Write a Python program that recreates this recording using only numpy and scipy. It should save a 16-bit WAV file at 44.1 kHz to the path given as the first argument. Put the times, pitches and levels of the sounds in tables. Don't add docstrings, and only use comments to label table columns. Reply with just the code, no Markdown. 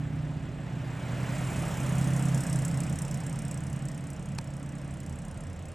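import sys
import numpy as np
from scipy import signal
from scipy.fft import rfft, irfft
from scipy.io import wavfile

SR = 44100
rng = np.random.default_rng(int(sys.argv[2]) if len(sys.argv) > 2 else 0)


def convert_level_to_amplitude(level_db):
    exponent = np.asarray(level_db, float) / 20
    return 10 ** exponent


def int16_out(signal):
    q = np.round(np.clip(np.atleast_2d(signal).T, -1, 1) * 32767)
    wavfile.write(sys.argv[1], SR, q.astype(np.int16))


N = 253134

# (time [s], firing rate [1/s])
RISING_RATE = [(0, 30.155), (0.4, 29.846), (0.8, 30.176), (1.1, 30.486), (1.4, 31.371), (1.7, 32.039),
               (2, 33.058), (2.3, 33.452), (2.6, 33.742), (2.9, 34.574), (3.3, 34.763), (3.8, 34.981),
               (4.4, 35.084), (5, 34.883), (5.74, 35.153)]
# (time [s], level [dB])
RISING_LEVEL = [(0, -27), (.3, -29), (.6, -33), (1.0, -36.5), (1.4, -36), (1.7, -38), (1.95, -31.5),
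                (2.2, -28), (2.45, -32.5), (2.7, -33.5), (3.0, -37.5), (3.4, -40), (3.8, -38), (4.2, -43),
                (4.6, -41), (5.0, -42), (5.4, -45.5), (5.74, -65)]
# (multiple of firing rate [1], level [dB], share of the shade [0-1])
RISING_ORDERS = [(2, -18.5, 0.1), (4, 0.7, 0.98), (5, -7.5, 0.0), (6, -11, 1), (7, -31.5, 0.0),
                 (8, -12.5, 0.3), (9, -13, 0.19), (10, -22.5, 0.24)]
# (time [s], firing rate [1/s])
PASSING_RATE = [(0.7, 33.404), (1.4, 33.364), (1.9, 33.139), (2.3, 33.011), (2.7, 32.553), (3.2, 32.447),
                (3.8, 32.236), (4.5, 32.245), (5.74, 32.106)]
# (time [s], level [dB], extra path from the tailpipe [m])
PASSING_LEVEL = [(0, -52, -0.17), (.6, -45, 0.47), (1.0, -47.5, 0.15), (1.2, -42.5, -0.033),
                 (1.6, -40, -0.54), (1.8, -37, 0.64), (2.0, -38, 0.21), (2.2, -43.5, -0.58),
                 (2.6, -35.5, 0.4), (3.0, -40, -0.2), (3.4, -42, 0.17), (4.2, -47.5, -0.1),
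                 (4.6, -54, -0.27), (5.74, -51.5, 0.033)]
# (multiple of firing rate [1], level [dB], share of the shade [0-1])
PASSING_ORDERS = [(1, -17, 1.0), (2, -26, 1.0), (2.5, -15, 1.0), (3, -26, 1.0), (4, 1.5, 1.0),
                  (5, 0.5, 0.03), (6, -14, 0.0), (7, -17.5, 1.0), (9, -30.5, 1.0), (10, -19.5, 0.0)]
# (time [s], level against the closest point [dB])
NEARNESS = [(0, -9), (.55, -9), (.9, -5), (1.3, 0.24), (1.85, 0.4), (2.4, -1.4), (2.7, -3.5), (3.1, -5.5),
            (3.6, -8), (4.35, -11), (5.0, -10.5), (5.74, -12)]
# (frequency [Hz], width [Hz], level [dB])
IDLE_BANDS = [
    (41, 4.5, -54),
    (83, 1.6, -47.5),
]
# (frequency [Hz], level [dB per Hz])
SPIT_SPECTRUM = [(2060, -56.5), (3500, -16), (4570, -31), (5330, -2), (6490, -3), (7560, 2.5), (8260, 1),
                 (9620, -4), (10300, -4.5), (12600, -16), (15200, -18), (16000, -28)]
# (time [s], level above neighbours [dB])
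ODD_SPITS = [(2.325, -12), (2.415, 1.5), (2.445, 1), (2.507, 0.5), (2.538, 3), (2.568, 0.5), (2.691, 0.5),
             (2.998, 3), (3.122, 2), (3.153, 1.5), (3.276, 2), (3.4, 3), (3.49, 1.5), (2.599, -1),
             (2.66, 5), (2.752, -2), (2.814, 2.5), (2.875, -5.5), (3.029, 3.5), (3.183, -3), (3.245, -3.5),
             (3.523, 4.5), (3.585, 2), (3.895, 3), (4.112, 4), (5.012, 4), (5.074, 3), (5.26, 2),
             (5.385, 2.5), (5.665, 2)]
# (frequency [Hz], level [dB per Hz])
WHINE_SPECTRUM = [(7300, 0), (7750, 0)]
# (frequency [Hz], level [dB per Hz])
RUMBLE_SPECTRUM = [(12, -51), (20, -25), (87, -7), (146, -1.5), (169, -1), (240, -10), (290, -12.5),
                   (375, -21.5), (576, -14.5), (900, -30.5), (1170, -48), (1980, -120)]
# (frequency [Hz], level [dB per Hz])
BOOM_SPECTRUM = [(300, 0.74), (430, -2.7)]
# (frequency [Hz], level [dB per Hz])
ROAR_SPECTRUM = [(410, -15), (700, 1.5), (775, -7.5), (919, -2), (1040, -5.5), (1440, -6.5), (1800, -6.5),
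                 (2150, -10), (2800, -11.5), (3560, -17.5), (4300, -20.5), (5000, -23), (5850, -63)]
# (frequency [Hz], level [dB per Hz])
HISS_SPECTRUM = [(1760, 16), (3000, 8), (3620, -4), (5040, -24), (5560, -4), (6350, 5), (7560, -1),
                 (11000, -8.5), (15000, -6.5), (16000, -27)]
# (time [s], firing rate [1/s], level [dB])
REVVING = [(4.0, 43, -75), (4.2, 51, -60), (4.4, 56, -58.5), (4.6, 64, -50), (4.85, 68, -59),
           (5.1, 76, -49), (5.3, 81, -50.5), (5.5, 92, -45), (5.74, 94, -52)]
# (multiple of firing rate [1], level [dB], share of the swell [1])
REVVING_ORDERS = [(1, 1.5, -0.19), (2, -14, 1.0), (3, -2.5, 0.0)]
# (time [s], peak level [dB])
PEBBLE_CRACKS = [
    (4.3843, -30),
    (4.3857, -50),
    (4.3862, -21.5),
    (4.3869, -20),
    (4.3881, -26.5),
]
# (frequency [Hz], level [dB], decay by 60 dB [s])
PEBBLE_MODES = [(905, 0.5, 0.021), (1270, -7.5, 0.018), (2320, 5, 0.0066), (4600, 5, 0.0024),
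                (5570, 9, 0.0011), (8300, -4, 0.0043)]
# (frequency [Hz], side minus mid [dB])
SPREAD = [(28, -9), (60, -19), (99, -14), (160, -18.5), (270, -12.5), (450, -10), (740, -14), (1220, -10),
          (2010, -13.5), (3330, -22), (5500, -39), (9080, -7), (15000, -2)]
# (frequency [Hz], left minus right [dB])
LEAN = [(60, -2.0), (150, -2.0), (380, -2.0), (950, -1.0), (2380, -1.0), (5980, 0.0), (8500, -1.2),
        (13000, 0.3)]
# (frequency [Hz], lead of the left [rad])
PORT_LEAD = [(60, -0.071), (300, 0.13), (690, 0.41), (2500, 0.31), (6000, 0.065), (9400, -0.21),
             (10600, 0.42), (16000, .05)]

# (frequency [Hz], half width [Hz])
RISING_SILENCER, REVVING_SILENCER, NO_SILENCER = (278, 10.2), (229, 11), (SR, 1)
# (time [s], half length [s], level [dB])
RISING_SHADE = (0.23, 0.58, -14)
PASSING_SHADE = (1.81, 0.15, -36)
REVVING_SWELL = (4.36, 0.24, 29)

TAIL_SWING_S, TAIL_SWING_LENGTH_S = 2.2, 0.23
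# (level when closest [dB], dB per dB of nearness [1], gain once the tail shows [dB])
SPIT_LAW, AFTER_HISS_LAW, WHINE_LAW = (-46, 1.827, 10.1), (-52.5, 1.43, 2.9), (-62, 2.6, -6)
RUMBLE_LAW, BOOM_LAW = (-43, 0.72, 1.17), (-48, 0.49, -16)
ROAR_LAW, HISS_LAW = (-42.5, 1.0, 0.083), (-48, 1, -0.73)
LEAK_BEHIND_S = 0.073
TREBLE_BEHIND_S = 0.21
BODY_BEHIND_S = 0.21
JET_RISE_POWER, JET_DECAY_S, JET_LATE_S = 2.99, 0.00086, 0.0006
CUTOFF_HZ = 16060


def rms_one(x):
    return x / np.sqrt(np.mean(x ** 2) + 1e-20)


def in_time(rows):
    s, *columns = np.transpose(rows)
    return [np.interp(np.arange(N) / SR, s, c) for c in columns]


def at_hz(points, hz):
    table_hz, level = np.transpose(points)
    return np.interp(np.log(hz), np.log(table_hz), level)


def drift(rate):
    r = np.exp(-80 * np.pi * rate / SR)
    slow = signal.lfilter([1], [1, -2 * r, r * r], rng.standard_normal(N // 40 + 2002))[2000:]
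    return np.interp(np.arange(N) / 40, np.arange(len(slow)), rms_one(slow))


def leaning(hz):
    return convert_level_to_amplitude(at_hz(LEAN, hz) / 2 * np.array([[1], [-1]]))


def banded_noise(spectrum, per_octave, flicker):
    low_hz, high_hz = spectrum[0][0], min(spectrum[-1][0], 0.45 * SR)
    edges = np.geomspace(low_hz, high_hz, int(per_octave * np.log2(high_hz / low_hz)) + 2)
    white = rng.standard_normal((2, 2, N))
    out = 0
    for k, (low, high) in enumerate(zip(edges, edges[1:])):
        if at_hz(spectrum, low) < -55:
            continue
        band = signal.butter(2, [low, high], "band", fs=SR, output="sos")
        mid, side = signal.sosfilt(band, white[k % 2])
        hz = np.sqrt(low * high)
        pair = mid + convert_level_to_amplitude(at_hz(SPREAD, hz) - 1.5) * side * [[1], [-1]]
        out = out + convert_level_to_amplitude(at_hz(spectrum, hz) + flicker()) * leaning(hz) * pair
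    return rms_one(out)


def below_treble(x):
    return signal.sosfilt(signal.butter(2, 9500, fs=SR, output="sos"), x)


def dulled(x, level_db, top_db, slope):
    low = below_treble(x)
    return low + (x - low) * convert_level_to_amplitude(slope * (level_db - top_db))


def by_nearness(law, behind_s=0):
    closest_db, follows, tail_db = law
    t = np.arange(N) / SR
    tail = 0.5 + 0.5 * np.tanh((t - TAIL_SWING_S) / TAIL_SWING_LENGTH_S)
    near_db = np.interp(t - behind_s * (1 - tail), *np.transpose(NEARNESS))
    return closest_db + follows * near_db + tail_db * tail


def firings(rate_table, start):
    return start + np.cumsum(in_time(rate_table)[0]) / SR


def exhaust_note(count, level_db, orders, shade, silencer, lead, lag, rough_db):
    out = np.zeros(N)
    rate = np.gradient(count) * SR
    shade_s, shade_length_s, shade_depth_db = shade
    silencer_hz, half_width_hz = silencer
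    shade_db = shade_depth_db * np.exp(-((np.arange(N) / SR - shade_s) / shade_length_s) ** 2)
    for order, db, share in orders:
        angle = 2 * np.pi * order * count + lead - lag * order + 0.077 * drift(4.2)
        detuned = (order * rate - silencer_hz) / half_width_hz * (order * rate.max() > silencer_hz)
        gain_db = level_db + db + share * shade_db + rough_db * drift(5.6)
        out += np.sqrt(2) * convert_level_to_amplitude(gain_db) / np.sqrt(1 + detuned ** 2) * np.cos(angle)
    return out * leaning(140)


def rising_engine():
    count = firings(RISING_RATE, 0.004)
    level_db = in_time(RISING_LEVEL)[0]
    return exhaust_note(count, level_db, RISING_ORDERS, RISING_SHADE, RISING_SILENCER,
                        lead=4.5, lag=1.25, rough_db=0.6)


def passing_engine(count):
    level_db, extra_m = in_time(PASSING_LEVEL)
    at_tailpipe = count - 33 * extra_m / 343
    return exhaust_note(at_tailpipe, level_db, PASSING_ORDERS, PASSING_SHADE, NO_SILENCER,
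                        lead=0.9, lag=0, rough_db=0.7)


def idler():
    out = np.zeros(N)
    for hz, width, db in IDLE_BANDS:
        r = np.exp(-np.pi * width / SR)
        resonance = [1, -2 * r * np.cos(2 * np.pi * hz / SR), r * r]
        hum = signal.lfilter([1, 0, -1], resonance, rng.standard_normal(N))
        out += convert_level_to_amplitude(db) * rms_one(hum)
    return out * leaning(80)


def leak(count):
    spit_db = by_nearness(SPIT_LAW, LEAK_BEHIND_S)
    hiss_db = by_nearness(AFTER_HISS_LAW, LEAK_BEHIND_S)
    which = np.floor(count).astype(int) - int(np.floor(count[0]))
    since_s = (count % 1) / 32.5
    late, strength, pitch = rng.standard_normal((200, 3)).T
    strength_db = 1.6 * strength
    odd = [which[round(s * SR)] for s, db in ODD_SPITS]
    strength_db[odd] = 1.3 * np.array(ODD_SPITS)[:, 1]
    spit_strength_db = strength_db[which]

    jet_s = np.maximum(since_s - JET_LATE_S * np.abs(late[which]), 0)
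    puff = jet_s ** JET_RISE_POWER * np.exp(-jet_s / JET_DECAY_S)
    linger = signal.lfilter([0.004], [1, -0.9965], puff)
    burst = rms_one(puff) * convert_level_to_amplitude(spit_strength_db)
    jet = rms_one(puff + 0.8 * linger) * convert_level_to_amplitude(spit_strength_db)
    trail = (1 - np.exp(-since_s / 0.0048)) * np.exp(-since_s / 0.029)
    in_view = np.clip((np.arange(N) / SR - 0.6) / 2.6, 0.05, 1)

    air = banded_noise(SPIT_SPECTRUM, 6, lambda: 1.84 * np.clip(rng.standard_normal(200), -1.6, 1.6)[which])
    whistle = np.sin(2 * np.pi * np.cumsum(8200 + 520 * pitch[which]) / SR)
    whistle += 0.19 * np.sin(2 * np.pi * np.cumsum(5450 + 250 * late[which]) / SR)
    rush = jet * dulled(air, 0, top_db=-3.0, slope=0.74) * convert_level_to_amplitude(0.18 * spit_strength_db - 1.5)
    jets = convert_level_to_amplitude(spit_db - 8.5) * in_view * (rush + 1.53 * burst * whistle * leaning(6800))

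    whine = banded_noise(WHINE_SPECTRUM, 1, lambda: 1.7 * drift(5.5)) * (1 - in_view)
    treble_db = by_nearness(AFTER_HISS_LAW, TREBLE_BEHIND_S)
    after_hiss = trail * dulled(air, treble_db, top_db=-49.5, slope=0.91)
    return convert_level_to_amplitude(by_nearness(WHINE_LAW)) * whine + jets + convert_level_to_amplitude(hiss_db + 7.5) * after_hiss


def road():
    rumble = banded_noise(RUMBLE_SPECTRUM, 3, lambda: drift(1.8))
    boom = banded_noise(BOOM_SPECTRUM, 3, lambda: drift(6.4))
    roar = banded_noise(ROAR_SPECTRUM, 4, lambda: 1.4 * drift(28))
    hiss = banded_noise(HISS_SPECTRUM, 3, lambda: drift(4.4))
    hiss = dulled(hiss, by_nearness(HISS_LAW, TREBLE_BEHIND_S), top_db=-55.5, slope=0.7)
    out = convert_level_to_amplitude(by_nearness(RUMBLE_LAW, BODY_BEHIND_S) + 7) * rumble
    out = out + convert_level_to_amplitude(by_nearness(BOOM_LAW) - 3.5) * boom
    out = out + convert_level_to_amplitude(by_nearness(ROAR_LAW)) * roar
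    return out + convert_level_to_amplitude(by_nearness(HISS_LAW) - 8) * hiss


def revving_engine():
    level_db = in_time(REVVING)[1]
    return exhaust_note(firings(REVVING, 0), level_db, REVVING_ORDERS, REVVING_SWELL, REVVING_SILENCER,
                        lead=0, lag=0, rough_db=2.2)


def pebble():
    clicks, ring = np.full(N, 1e-18), np.zeros(N)
    clicks[[round(s * SR) for s, db in PEBBLE_CRACKS]] = convert_level_to_amplitude(np.array(PEBBLE_CRACKS)[:, 1] - 8)
    for hz, db, t60 in PEBBLE_MODES:
        r, w = convert_level_to_amplitude(-60 / (t60 * SR)), 2 * np.pi * hz / SR
        ring += signal.lfilter([0, convert_level_to_amplitude(db - 4.5) * np.sin(w)], [1, -2 * r * np.cos(w), r * r], clicks)
    spray = signal.lfilter([1], [1, -0.97], clicks) * rng.standard_normal(N)
    grit_band = signal.butter(4, [3600, 9000], "band", fs=SR, output="sos")
    return below_treble(ring) + signal.sosfilt(grit_band, 1.16 * spray + 2.2 * clicks)


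def scene():
    passing = firings(PASSING_RATE, -0.287)
    spits = passing + 0.2625
    engines = rising_engine() + passing_engine(passing) + idler()
    return engines + leak(spits) + road() + revving_engine() + pebble()


def band_limit(x):
    return signal.sosfilt(signal.butter(12, 16480, fs=SR, output="sos"), x)


def record(dry):
    hz = np.maximum(np.fft.rfftfreq(N, 1 / SR), 1)
    half_lead = 0.5j * at_hz(PORT_LEAD, hz) * np.array([[1], [-1]])
    turned = irfft(rfft(dry) * np.exp(half_lead), N)
    top_cut = signal.cheby2(14, 60, CUTOFF_HZ + 90, fs=SR, output="sos")
    mix = signal.sosfilt(top_cut, turned)
    return band_limit(mix)


dry = scene()
out = record(dry)
int16_out(out)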